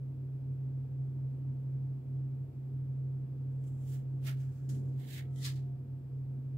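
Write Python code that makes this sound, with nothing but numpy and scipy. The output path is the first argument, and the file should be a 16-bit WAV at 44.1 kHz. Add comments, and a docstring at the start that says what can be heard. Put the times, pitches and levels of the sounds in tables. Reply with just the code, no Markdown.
"""A refrigerator runs in a quiet kitchen: fan orders locked to one rotation make a wavering blade-tone hum,
wavering sines the motor and mains buzz, shaped noise the low air rush and faint hiss.
From 3.6 s someone to the right shuffles: noise under stroke envelopes scuffs, struck resonances tick as grit.
Amid this, near 4.8 s, the low rumble swells once; faint motor whines surge at 5.3 and 5.7 s.
The scuffs die out soon after 5.6 s and the refrigerator runs on."""
import sys
import numpy as np
from scipy import signal
from scipy.fft import rfft, irfft
from scipy.io import wavfile

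SR = 44100
rng = np.random.default_rng(int(sys.argv[2]) if len(sys.argv) > 2 else 0)


def transcribe(u):
    """Save the signal u as a 16-bit wav file named by the first command-line argument.

    u: samples, shape (n,) or (channels, n), limited to [-1, 1]; the rate is SR.
    q: integer samples, one column per channel.
    """
    v = np.clip(np.atleast_2d(u).T, -1, 1)
    q = np.round(v * 32767).astype(np.int16)
    wavfile.write(sys.argv[1], SR, q)


N = 289737
TIME = np.arange(N) / SR
HZ = np.maximum(np.fft.rfftfreq(N, 1 / SR), 1)


def amp(db):
    """dB to gain."""
    return 10 ** (np.asarray(db) / 20)


def rms_one(x):
    """Scale so that the mean of the channels has rms 1."""
    mono = np.atleast_2d(x).mean(axis=0)
    return x / np.sqrt(np.mean(mono ** 2) + 1e-20)


def in_time(rows):
    """Columns of a (seconds, ..) curve at every sample."""
    s, *columns = np.transpose(rows)
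    return [np.interp(TIME, s, column) for column in columns]


def at_hz(points):
    """A (Hz, value) curve on the frequency grid, linear in log frequency."""
    hz, value = np.transpose(points)
    return np.interp(np.log(HZ), np.log(hz), value)


def coloured(x, gain):
    """Filter by a gain on the frequency grid."""
    return irfft(rfft(x) * gain, N)


def drift(rate_hz):
    """Slow random wander of rms 1: white noise low-passed near rate_hz."""
    return rms_one(coloured(rng.standard_normal(N), 1 / (1 + (HZ / rate_hz) ** 2)))


def sided(left_right_db):
    """Left and right gains for a left-right level difference."""
    half_db = np.atleast_1d(left_right_db) / 2
    return np.stack([amp(half_db), amp(-half_db)])


def tone(phase, rms_db, pan_db=0, lead_rad=.23):
    """A sine of the given level from a random start phase; the left channel leads in phase."""
    start = rng.uniform(0, 2 * np.pi)
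    wave = np.sin(phase + start + [[lead_rad], [0]])
    return np.sqrt(2) * amp(rms_db) * wave * sided(pan_db)


def resonance(x, hz, width_hz):
    """Two-pole ring: a unit click rings with height about 1 and decays at the rate its width gives."""
    r = np.exp(-np.pi * width_hz / SR)
    w = 2 * np.pi * hz / SR
    return signal.lfilter([0, np.sin(w)], [1, -2 * r * np.cos(w), r * r], x)


def reflections(t60_s):
    """Dense echoes of a small room: decaying noise, independent per channel, energy 1."""
    age = np.arange(SR // 3) / SR
    tail = rng.standard_normal((2, len(age))) * amp(-60 * age / t60_s)
    return tail / np.sqrt(np.sum(tail ** 2, axis=1, keepdims=True))


def fan():
    """Blade tone, weaker shaft orders locked to the same rotation, and turbulence round the blade tone."""
    # Blade-tone pitch. Each row: time in seconds, frequency in Hz.
    blade_hz = [(0, 133.13), (3.0, 133.13), (3.5, 132.88), (5.4, 132.9), (6.57, 133.03)]
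    # Blade-tone level before waver. Each row: time in seconds, rms level in dB.
    blade_level = [(0.0, -44.5), (0.03, -38.5), (0.44, -40.5), (0.49, -35.5), (0.57, -38.5), (0.8, -37),
                   (0.86, -41.5), (1.06, -34.5), (1.66, -38.5), (1.76, -34.5), (1.96, -37.5), (2.01, -44),
                   (2.12, -36), (2.23, -35.5), (2.45, -38.5), (2.53, -52), (2.58, -41.5), (2.76, -38),
                   (3.24, -36), (3.27, -41.5), (3.5, -37.5), (4.21, -37), (4.35, -35), (4.5, -37),
                   (4.55, -47), (4.68, -36.5), (4.98, -35), (5.05, -42.5), (5.56, -35), (5.76, -40),
                   (5.87, -48), (5.93, -35.5), (6.06, -44.5), (6.17, -37), (6.44, -40.5), (6.57, -37)]
    # Shaft orders. Each row: multiple of the turning rate, mean rms level in dB, left-right in dB.
    shaft_orders = [(6, -64, 2), (8, -60, .6), (10, -62, 1.4), (12, -62, -2.3), (14, -73, -1.6),
                    (22, -75, 2), (24, -76, .4), (33, -80, -4)]
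    blades = 11
    waver_db, waver_hz = 0.96, 7.4
    flutter_hz, flutter_width_hz, flutter_rms_db = 133, 12, -56

    turn = 2 * np.pi * np.cumsum(in_time(blade_hz)[0]) / SR / blades
    blade_phase = blades * turn + 0.05 * drift(24)
    blade_db = in_time(blade_level)[0] + waver_db * drift(waver_hz)
    out = tone(blade_phase, blade_db, pan_db=-0.96)
    for order, db, pan_db in shaft_orders:
        out += tone(order * turn, db + 0.5 * drift(2.6), pan_db)
    flutter_band = 1 / (1 + ((HZ - flutter_hz) / flutter_width_hz) ** 2)
    flutter = rms_one(coloured(rng.standard_normal(N), flutter_band))
    return out + amp(flutter_rms_db) * flutter


def strokes(rows, rise_share=1, fall_share=1, late_db=0):
    """Stereo gain of a group of strokes: each rises, holds, falls and leaves a room tail; their powers add.

    late_db is the climb, in dB at the nominal rise, by which the top is delayed."""
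    tail_db, tail_fall_db_per_s = -18, 241
    power = np.zeros((2, N))
    for s, db, rise, hold, fall, pan_db in rows:
        age = TIME - s - late_db / rise
        early = np.maximum(-age, 0)
        late = np.maximum(age - abs(hold), 0)
        direct = amp(db - rise_share * rise * early - fall_share * fall * late) * sided(pan_db)
        tail = (age > 0) * amp(db + tail_db - tail_fall_db_per_s * late)
        power += direct ** 2 + tail ** 2
    return np.sqrt(power)


def scuffs():
    """Sole friction as dense noise grains; in each stroke the treble tops first, the body of the sole last."""
    # Strokes of the sole, grouped by stretches of like colour. Each row: nominal top in seconds,
    # level in dB, nominal rise in dB/s, hold in seconds, nominal fall in dB/s, left-right in dB.
    stroke_groups = [
        [(3.644, -86, 262, .02, 202, -2), (3.678, -74.5, 500, .003, 352, -2), (3.83, -80, 56, 0.023, 293, 0)],
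        [(3.905, -63.5, 204, 0.047, 300, -4)],
        [(4.272, -50, 545, 0.014, 378, -2), (4.37, -76, 100, .03, 200, -1)],
        [(4.412, -69, 398, .008, 190, 1), (4.566, -75, 160, .005, 113, 0.1), (4.68, -89, 181, .01, 401, 3)],
        [(4.692, -57.5, 6000, 0.0022, 260, -.5), (4.745, -70, 802, 0.0044, 301.5, -3),
         (4.96, -82, 19.5, .01, 299.5, -4)],
        [(5.0, -69, 496, 0.11, 202, -4.5), (5.15, -53.5, 168, 0.0054, 305, -3.5),
         (5.183, -51.5, 400, 0.004, 600, 0.5)],
        [(5.362, -67.5, 2500, 0.025, 197, 2), (5.42, -62.5, 232, 0.016, 600, -1)],
        [(5.448, -46, 498, 0.025, 373, 0), (5.56, -68.5, 300, 0.0035, 208, -3)],
    ]
    # Colour of each stretch of scuffing. Each row: frequency in Hz, relative density in dB.
    stretch_colours = [
        [(2000, -26.5), (3000, -7), (4500, -14), (6000, -8), (7500, 3.5), (9000, -6), (15600, -12)],
        [(710, -32.5), (1200, -8.5), (1780, -4), (2570, -8.5), (3020, -3), (4160, -8.5), (7430, -2), (9300, -7),
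         (13000, -10), (15600, -5.5)],
        [(350, -35), (600, -7), (716, -7), (767, -20), (843, -5.5), (993, -14), (1340, -4), (1910, -3),
         (2340, -4.5), (2950, -4.5), (5840, -11), (10600, -15), (12200, -15), (15600, -17)],
        [(820, -32), (1400, -2.5), (1630, -2.5), (2230, -14), (2410, -11), (2640, -15), (4030, -14.5),
         (7460, -9.5), (9500, -18), (15600, -16.5)],
        [(760, -37.5), (1300, -8.5), (1620, -1.5), (2230, -10.5), (2480, -9.5), (6050, -2.5), (7210, 0.5),
         (9450, -7.5), (11500, -8), (15600, -17)],
        [(760, -50.5), (1300, -15.5), (1540, -2.5), (2030, 3.5), (2370, -2), (3450, 0.5), (5740, -10.5),
         (7440, -6), (9070, -12), (13500, -11), (15600, -11.5)],
        [(820, -46), (1400, -7.5), (1640, -17.5), (1950, 3), (2440, -26.5), (2920, -26), (3010, -2),
         (3170, -0.5), (4280, -11), (7610, -7), (15600, -21)],
        [(470, -48), (800, -20), (1350, -11.5), (1470, -21.5), (1710, -4.5), (2480, -8.5), (2980, -6),
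         (3870, -2), (5760, -7), (6130, -8.5), (7390, -8), (8790, -12.5), (13100, -17), (15600, -20.5)],
    ]
    # Shading, mostly of the left channel. Each row: frequency in Hz, left-right in dB.
    side_shade = [(1500, -3), (3000, -3.2), (6000, 1.5), (8000, -2), (10000, -4), (15000, -8.5)]
    treble_hz, body_hz = 6000, 2500

    out = np.zeros((2, N))
    shade = sided(at_hz(side_shade))
    treble_gain = HZ ** 4 / (HZ ** 4 + treble_hz ** 4)
    body_gain = body_hz ** 4 / (HZ ** 4 + body_hz ** 4)
    for rows, colour in zip(stroke_groups, stretch_colours):
        echoes = 1 + .35 * rfft(reflections(t60_s=.15), N)
        grain_db = 1.8 * rng.exponential(1, N) + 1.5 * drift(60)
        grains = rng.standard_normal((2, N)) * amp(grain_db)
        rub = rms_one(coloured(grains, amp(at_hz(colour)) * shade * echoes))
        treble = coloured(rub, treble_gain)
        body = coloured(rub, body_gain)
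        out += strokes(rows) * (rub - treble - body)
        out += strokes(rows, rise_share=0.91, fall_share=0.86, late_db=-1.5) * treble
        out += strokes(rows, rise_share=0.88, fall_share=0.78, late_db=4.8) * body
    return out


def ticks():
    """Grit snaps under the sole: each click rings three resonances and leaves a short room tail."""
    # Each row: time in seconds, click level in dB ahead of the resonances.
    grit_clicks = [(3.6257, -69), (3.64, -57.5), (3.6744, -67), (3.6775, -60.5), (3.7506, -67),
                   (3.7894, -67), (3.8076, -62), (3.8374, -60), (3.8786, -53), (4.28, -45), (4.404, -54),
                   (4.5311, -71), (4.565, -65), (4.6927, -63), (4.7454, -52), (5.0015, -51.5),
                   (5.1827, -45), (5.3564, -64)]
    # Ringing of the grit. Each row: frequency in Hz, width in Hz, mean relative level in dB.
    grit_modes = [(3200, 790, -9.5), (7500, 4300, -2.5), (12000, 3700, -9.5)]
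    room_t60_s, room_db = .15, 6

    s, click_db = np.transpose(grit_clicks)
    at = np.round(s * SR).astype(int)
    chance = rng.standard_normal((len(grit_clicks), len(grit_modes)))
    snaps = np.zeros(N)
    for k, (hz, width_hz, db) in enumerate(grit_modes):
        clicks = np.full(N, 1e-18)  # avoids denormals
        clicks[at] = amp(click_db + db + 1.3 * chance[:, k])
        snaps += resonance(clicks, hz, width_hz)
    echoes = signal.fftconvolve(snaps[None], reflections(room_t60_s), axes=1)[:, :N]
    return snaps * sided(-6.) + amp(room_db) * echoes * sided(-3.)


def motors():
    """Motor and mains sines: wavering tones, steady whistles, unsteady whines and a low tone that comes and goes."""
    # Motor and mains tones. Each row: frequency in Hz, mean rms level in dB.
    hum_tones = [(93.77, -61), (106.8, -73), (159.56, -70), (240.0, -72), (292.4, -74), (360.1, -79)]
    # Faint steady whistles. 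Each row: frequency in Hz, rms level in dB.
    whistles = [(905.4, -92), (2274.6, -103), (2359.1, -103), (4321.4, -110), (4921.9, -110),
                (5101.9, -109), (5822.3, -109)]
    # Faint motor whines. Each row: time in seconds, lower rms level in dB, upper rms level in dB.
    whine_levels = [(0, -87, -96.5), (2.2, -84, -92), (3.6, -88, -88), (4.0, -79.5, -94), (5.1, -82, -91),
                    (5.3, -70, -78), (5.45, -88, -78), (5.67, -70, -93), (5.95, -79, -89.5),
                    (6.57, -86, -89.5)]
    # Each row: time in seconds, rms level in dB.
    low_tone_level = [(0.0, -75), (1.13, -69), (2.2, -77), (3.16, -80), (3.7, -63.5), (4.89, -72.5),
                      (5.2, -82), (6.57, -77)]
    whine_hz, whine_wander_rad = (703.6, 1307.8), (1.3, .6)
    low_tone_hz = 53.8

    radians_per_hz = 2 * np.pi * TIME
    out = tone(radians_per_hz * low_tone_hz, in_time(low_tone_level)[0])
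    for hz, db in hum_tones:
        out += tone(radians_per_hz * hz, db + 3.0 * drift(3))
    for hz, db in whistles:
        out += tone(radians_per_hz * hz, db, lead_rad=1.9)
    for hz, db, wander_rad in zip(whine_hz, in_time(whine_levels), whine_wander_rad):
        out += tone(radians_per_hz * hz + wander_rad * drift(11.0), db, pan_db=2.0, lead_rad=1.6)
    return out


def rush():
    """Air noise exciting cabinet and room; its rumble swells once.

    The channels are most alike near 130 Hz, less so below and above, opposed near 7 kHz."""
    # Air and cabinet rumble. Each row: frequency in Hz, relative density in dB before tilt and peaks.
    rush_colour = [(20, -44.5), (40, -26), (60, -9.5), (88, -9.5), (115, -11), (160, -5.5), (190, -11),
                   (235, -3.5), (330, -8.5), (430, -13), (470, -12), (560, -18.5), (900, -22.5),
                   (1500, -34)]
    # Level ahead of the swell. 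Each row: time in seconds, rms level in dB.
    rush_level = [(0, -57), (1.5, -55.5), (2.5, -57), (4.0, -55.5), (4.6, -58), (4.9, -54), (5.9, -58),
                  (6.57, -56.5)]
    # Cabinet and room resonances. Each row: frequency in Hz, width in Hz, height in dB.
    cabinet_modes = [(218.7, 9, 5.5), (243.4, 2.7, 5.5), (269, 31, 2.5), (289, 13, 0), (312, 6.8, 5.5),
                     (357, 20, 2.5), (401.4, 17, 6), (477, 14, 5), (554, 27, 2.5), (600, 20, 3.5),
                     (646, 8.7, 2), (694, 16, 4), (750, 10, 2.5), (914, 11, 4.5)]
    likeness = [(60, 0.29), (130, 1), (290, 0.66), (640, 0.19), (1410, 0.33), (3100, -0.24), (6820, -1.1),
                (15000, -0.02)]
    rumble_cutoff_hz = 406
    swell_s, swell_db, swell_width_s = 4.77, 9.5, 0.099

    mid, side = rng.standard_normal((2, N))
    peaks_db = sum(db / (1 + (2 * (HZ - hz) / width_hz) ** 2) for hz, width_hz, db in cabinet_modes)
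    tilt_db = -9.94 * np.log2(1 + HZ / 1500)
    colour = amp(at_hz(rush_colour) + peaks_db + tilt_db)
    alike = np.clip(at_hz(likeness), -1, 1)
    common = coloured(mid, colour * np.sqrt(1 + alike))
    opposed = coloured(side, colour * np.sqrt(1 - alike)) * [[1], [-1]]
    air = rms_one(common + opposed)
    rumble = coloured(air, 1 / (1 + (HZ / rumble_cutoff_hz) ** 4))
    rumble_db = swell_db * np.exp(-((TIME - swell_s) / swell_width_s) ** 2)
    return amp(in_time(rush_level)[0]) * (air - rumble + amp(rumble_db) * rumble)


def hiss():
    """Far room tone and microphone hiss: noise independent per channel, its spectrum finely rippled by echoes."""
    # Each row: frequency in Hz, relative density in dB.
    hiss_colour = [(710, -28.5), (1200, -3), (1990, -9), (2140, -11), (2430, -8), (2650, -11),
                   (4120, -17.5), (5050, -16), (6120, -21.5), (8270, -16.5), (9400, -21.5), (13000, -15),
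                   (15600, -19)]
    hiss_rms_db = -81.5
    ripple = 1 + 0.67 * rfft(reflections(t60_s=0.26), N)
    noise = coloured(rng.standard_normal((2, N)), amp(at_hz(hiss_colour)) * ripple)
    return amp(hiss_rms_db) * rms_one(noise)


def scene():
    """The refrigerator, the shuffling feet and the room."""
    return fan() + scuffs() + ticks() + motors() + rush() + hiss()


def record(dry):
    """Steep elliptic low-pass at 15750 Hz: 0.3 dB ripple, 70 dB stopband."""
    low_pass = signal.ellip(14, .3, 70, 15750, fs=SR, output="sos")
    return signal.sosfilt(low_pass, dry)


dry = scene()
out = record(dry)
transcribe(out)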